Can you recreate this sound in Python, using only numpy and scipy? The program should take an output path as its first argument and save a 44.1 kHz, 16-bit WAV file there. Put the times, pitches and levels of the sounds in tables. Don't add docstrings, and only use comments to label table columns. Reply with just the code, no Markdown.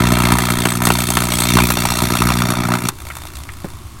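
import sys
import numpy as np
from scipy import signal
from scipy.fft import rfft, irfft
from scipy.io import wavfile

SR = 44100
rng = np.random.default_rng(int(sys.argv[2]) if len(sys.argv) > 2 else 0)


def transcribe(signal):
    frames = np.atleast_2d(signal).T
    limited = np.clip(frames, -1, 1)
    pcm = np.round(limited * 32767).astype(np.int16)
    wavfile.write(sys.argv[1], SR, pcm)


N = 176400
T = np.arange(N) / SR
MAINS_HZ, MODE_WIDTH_HZ = 60, 110
BURN_S, RING_S, RING_DB = 0.0069, 0.0068, -3.5
LEAP_S, LEAP_LENGTH_S, ARC_END_S = 1.473, 0.22, 2.895
# (frequency [Hz], level [dB])
ARC_COLOUR = [(260, -39.5), (450, -13.5), (522, -20), (615, -1), (854, -6.5), (962, 2), (1040, -5.5),
              (1300, 1.5), (1570, -9), (2350, -6.5), (2470, -12), (2980, -19), (3330, -10.5), (3900, -15),
              (4350, -11), (4880, -18.5), (5300, -15), (8600, -11), (10000, -10.5), (10500, -18.5),
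              (11000, -10.5), (15800, -19.5)]


def from_db(db):
    return 10 ** (np.asarray(db) / 20)


def rms_one(x):
    return x / np.sqrt(np.mean(x ** 2) + 1e-20)


def colour(x, points):
    size = 8192
    hz, db = np.transpose(points)
    grid_hz = np.maximum(np.arange(size // 2 + 1) * SR / size, 1)
    gain = from_db(np.interp(np.log(grid_hz), np.log(hz), db))
    cepstrum = irfft(np.log(gain))
    cepstrum[1:size // 2] *= 2
    cepstrum[size // 2 + 1:] = 0
    return signal.fftconvolve(x, irfft(np.exp(rfft(cepstrum))))[:N]


def band(x, low_hz, high_hz):
    return signal.sosfilt(signal.butter(3, [low_hz, high_hz], "band", fs=SR, output="sos"), x)


def resonance(x, hz, width_hz=MODE_WIDTH_HZ):
    return signal.lfilter(*signal.iirpeak(hz, hz / width_hz, fs=SR), x)


def grainy_noise(grain_db=2, grains_per_s=2500):
    sparks = np.clip(rng.standard_normal(N), -2, 2)
    return rng.standard_normal(N) * from_db(grain_db * sparks[(T * grains_per_s).astype(int)])


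def clicks(times, gains):
    return np.bincount(np.clip(np.asarray(times) * SR, 0, N - 1).astype(int), gains, N)


def bursts(times, db, burn_s=BURN_S, ring_s=RING_S):
    t = T[:SR // 10]
    burn = np.sin(np.pi * np.minimum(t / burn_s, 1)) ** 2
    ring = np.convolve(burn, np.exp(-2 * t / ring_s))[:len(t)]
    power = burn / burn.sum() + from_db(RING_DB) ** 2 * ring / ring.sum()
    power *= SR / MAINS_HZ / power.sum()
    power_train = signal.fftconvolve(clicks(times, from_db(db) ** 2), power)[:N]
    return np.sqrt(np.maximum(power_train, 0))


def decays(times, db, decay_s):
    return signal.lfilter([1], [1, -np.exp(-1 / (decay_s * SR))], clicks(times, from_db(db)) + 1e-18)


def pushes(times, db, points):
    pulse = colour(clicks([0], [1]), points)
    steady_rms = np.sqrt(np.sum(pulse ** 2) * MAINS_HZ / SR)
    return colour(clicks(times, from_db(db)), points) / steady_rms


def scatter(times, spread_db):
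    return spread_db * rng.standard_normal(len(times))


def buzz(strikes, vigour_db):
    # (time [s], level [dB])
    strength = [(0.0, -13.5), (0.21, -16.5), (0.3, -15), (0.34, -13), (0.365, -18), (0.78, -19),
                (0.88, -15.5), (0.98, -21), (1.28, -19.5), (1.5, -19), (1.55, -12), (1.62, -13),
                (1.73, -22.5), (1.98, -22), (2.11, -17.5), (2.15, -22.5), (2.23, -18), (2.43, -15.5),
                (2.52, -21), (2.67, -18.5), (2.7, -18), (2.75, -17.5), (2.8, -23), (2.87, -22.5)]
    # (frequency [Hz], level [dB])
    push_colour = [(20, -79), (60, 0.5), (120, 4.5), (180, 3.5), (240, 1.5), (300, -5.5), (365, -6),
                   (440, -35.5), (540, -31.5), (1200, -91.5)]
    # (time [s], gain [dB])
    hum_ride = [(0.35, 0.5), (0.72, -7), (0.95, 0.5), (2.35, 1), (2.62, -18)]
    # (low edge [Hz], high edge [Hz], level against the buzz [dB], ring [s])
    panel = (233.5, 392, -13, 17)
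    low_hz, high_hz, panel_db, ring_s = panel
    spread_db = 1.32 * strikes - 0.46
    db = np.interp(strikes, *np.transpose(strength)) + vigour_db + scatter(strikes, spread_db)
    push_times = strikes + 0.00345
    rattle = rms_one(band(rng.standard_normal(N), low_hz, high_hz))
    rattle *= bursts(push_times, db + panel_db, ring_s=ring_s)
    push = pushes(push_times, db, push_colour)
    hum = resonance(push, MAINS_HZ, width_hz=MAINS_HZ / 2)
    hum_gain = from_db(np.interp(T, *np.transpose(hum_ride)))
    return push + (hum_gain - 1) * hum + rattle


def sizzle(strikes, vigour_db):
    # (time [s], mids [dB], upper mids [dB], treble [dB])
    band_rides = [(0.0, -21, -21, -24), (0.3, -19, -21, -20.5), (0.55, -23.5, -23, -22.5),
                  (0.74, -23.5, -21.5, -21.5), (0.768, -26, -24, -22.5), (0.79, -28.5, -30.5, -32),
                  (0.825, -19.5, -23.5, -18.5), (1.0, -27, -21.5, -20.5), (1.251, -24.5, -23.5, -21.5),
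                  (1.42, -24.5, -17.5, -17.5), (1.58, -22.5, -16.5, -19.5), (1.75, -27, -24, -22),
                  (1.9, -24, -20, -21), (2.4, -21.5, -22, -22.5), (2.6, -24, -28, -29.5),
                  (2.75, -21, -24.5, -26.5), (2.8, -29, -31.5, -29), (2.87, -29.5, -27, -28)]
    # (low edge [Hz], high edge [Hz], trim [dB], burn-to-burn scatter [dB])
    bands = [(470, 2230, -0.58, 1.06), (2190, 6100, -7, 1.64), (6440, 16600, -6, 0.83)]
    times, *levels = np.transpose(band_rides)
    leads_s = (0.0013, 0, 0)
    out = 0
    for level, (low_hz, high_hz, trim_db, spread_db), lead_s in zip(levels, bands, leads_s):
        db = np.interp(strikes, times, level) + trim_db + vigour_db + scatter(strikes, spread_db)
        sparks = grainy_noise()
        steady_rms = np.std(band(colour(sparks, ARC_COLOUR), low_hz, high_hz))
        burns = colour(sparks * bursts(strikes - lead_s, db), ARC_COLOUR)
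        out += band(burns, low_hz, high_hz) / steady_rms
    return out


def ring_modes(x, modes, wander_db=1, wander_per_s=7.73):
    out = 0
    for hz, db in modes:
        steps = rng.standard_normal(100)
        wander = np.interp(T * wander_per_s, np.arange(len(steps)), steps)
        out += from_db(db + wander_db * wander) * resonance(x, hz)
    return out


def cabinet(x):
    # (frequency [Hz], gain [dB])
    body_modes = [(2730, 4.5), (3622, 5), (4100, -1.5), (4530, -1.5), (9720, -8), (11320, -9)]
    # (frequency [Hz], gain [dB])
    low_modes = [(1776, -10), (2142, -7.5), (2562, -18), (3176, 2), (6352, 2.5), (8064, 3.5), (9216, -7)]
    # (frequency [Hz], gain [dB])
    high_modes = [(5630, 5), (6115, -2.5), (6729, -2.5), (8494, -4)]
    leap = np.clip((T - LEAP_S) / LEAP_LENGTH_S, 0, 1)
    body = ring_modes(x, body_modes)
    low = (1 - leap) * ring_modes(x, low_modes)
    high = leap * (T < ARC_END_S) * ring_modes(x, high_modes)
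    return x + body + low + high


def air():
    # (frequency [Hz], level [dB])
    air_colour = [(15, 5), (25, -13), (75, 7), (121, 0), (191, -12.5), (363, -10.5), (450, -27), (900, -23),
                  (1110, -13.5), (1390, -26), (9520, -31), (15000, -40)]
    return from_db(-33) * rms_one(colour(rng.standard_normal(N), air_colour))


def spits(burn_s=0.0047):
    # (time [s], crack level [dB], edge level [dB])
    hits = [(0.319, -18.5, -32), (0.385, -17, -15), (0.653, -10, -39), (0.852, -34, -11), (0.869, -10, -15),
            (0.902, -9, -25), (0.986, -21, -18), (1.102, -22.5, -14), (1.169, -9, -16),
            (1.22, -21.5, -19.5), (1.319, -16.5, -19), (1.569, -10.5, -26), (1.586, -11, -38),
            (1.601, -17, -21), (1.702, -12, -14), (1.77, -14, -42), (1.852, -14, -38), (2.152, -18.5, -26),
            (2.219, -15.5, -34), (2.288, -17.5, -39), (2.302, -14, -37), (2.419, -17.5, -38),
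            (2.503, -20, -19), (2.737, -17.5, -22), (2.886, -16.5, -16)]
    # (frequency [Hz], level [dB])
    crack_colour = [(250, -46), (430, -4.5), (520, -8), (680, 2), (1350, 6.5), (1650, -2.5), (3500, -11),
                    (9000, -27)]
    # (frequency [Hz], level [dB])
    thump_colour = [(60, -33), (150, 10.5), (260, 3.5), (380, 7.5), (520, -23.5), (1000, -14.5)]
    times, crack_db, edge_db = np.transpose(hits)
    crack = rms_one(colour(rng.standard_normal(N), crack_colour))
    crack *= bursts(times, crack_db - 3.5, burn_s, ring_s=0.01)
    edge = rms_one(band(colour(grainy_noise(), ARC_COLOUR), 4000, 15200))
    edge *= bursts(times, edge_db - 7, burn_s)
    thump = pushes(times + 0.0033, 1.76 * crack_db, thump_colour)
    return crack + edge + thump


def whistle(sparks):
    # (start [s], end [s], drive [dB])
    spells = [(0.656, 0.73, 11), (1.302, 1.443, 10)]
    drive = sum(from_db(db) * ((T > start_s) & (T < end_s)) for start_s, end_s, db in spells)
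    return resonance(sparks * drive, hz=8040)


def glints(sparks, count=50, spread_s=0.353, swell_s=0.023, low_hz=2320, high_hz=13980):
    times = LEAP_S + LEAP_LENGTH_S + spread_s * rng.standard_normal(count)
    pitches_hz = low_hz * (high_hz / low_hz) ** rng.random(count)
    out = 0
    for time_s, hz in zip(times, pitches_hz):
        swell = np.exp(-((T - time_s) / swell_s) ** 2)
        out += resonance(sparks * swell + 1e-18, hz)
    return from_db(7) * out


def flare(strikes):
    # (start [s], end [s], level [dB])
    spell = (1.63, 1.73, -27)
    start_s, end_s, db = spell
    times = strikes[(strikes > start_s) & (strikes < end_s)]
    return rms_one(band(grainy_noise(), 9400, 17000)) * bursts(times, np.full(len(times), db))


def snap():
    crack = rms_one(colour(rng.standard_normal(N), ARC_COLOUR))
    return crack * decays(times=[2.8868], db=[-9], decay_s=0.002)


def fizz(strikes, lead_s=0.0006):
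    # (time [s], level [dB])
    strength = [(2.92, -46), (3.0, -40), (3.17, -34), (3.32, -41.5), (3.38, -35.5), (3.46, -44),
                (3.7, -42.5), (3.8, -47.5)]
    db = np.interp(strikes, *np.transpose(strength)) + scatter(strikes, spread_db=2)
    sparks = rms_one(colour(grainy_noise(grain_db=3.5), ARC_COLOUR))
    return sparks * bursts(strikes - lead_s, db, burn_s=0.0058, ring_s=0.015)


def pops():
    # (time [s], peak level [dB])
    hits = [(3.102, -19), (3.49, -20.5)]
    times, db = np.transpose(hits)
    return rms_one(band(rng.standard_normal(N), 1220, 2520)) * decays(times, db - 5, decay_s=0.01)


def ticks():
    # (time [s], peak level [dB])
    hits = [(3.2196, -20), (3.271, -20), (3.3546, -16.5), (3.37, -23), (3.436, -19), (3.5365, -23)]
    times, db = np.transpose(hits)
    return rms_one(band(rng.standard_normal(N), 1200, 12000)) * decays(times, db - 10, decay_s=0.0031)


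def puff(time_s=3.6445):
    # (frequency [Hz], level [dB])
    puff_colour = [(70, -32), (185, 7), (270, -8.5), (360, -1), (620, -10), (1600, -19), (3500, -37)]
    breath = rms_one(colour(rng.standard_normal(N), puff_colour))
    breath *= decays([time_s], db=[-17.5], decay_s=0.012)
    return breath + pushes([time_s], db=[-27], points=puff_colour)


def scene():
    strikes = np.arange(0, N / SR, 1 / MAINS_HZ) + 0.0015
    strikes += 0.00024 * rng.standard_normal(len(strikes))
    strong, weak = strikes[strikes < ARC_END_S], strikes[strikes >= ARC_END_S]
    vigour_db = scatter(strong, spread_db=1.5)
    sparks = sizzle(strong, vigour_db)
    arc = cabinet(sparks + spits() + snap() + fizz(weak) + ticks())
    arc += buzz(strong, vigour_db) + whistle(sparks) + glints(sparks)
    fire = pops() + puff() + air()
    return (arc + fire + flare(strong))[None]


def record(dry, cutoff_hz=16000):
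    clipped = np.clip(dry, -1, 1)
    return signal.sosfilt(signal.ellip(12, .2, 80, cutoff_hz, fs=SR, output="sos"), clipped)


dry = scene()
out = record(dry)
transcribe(out)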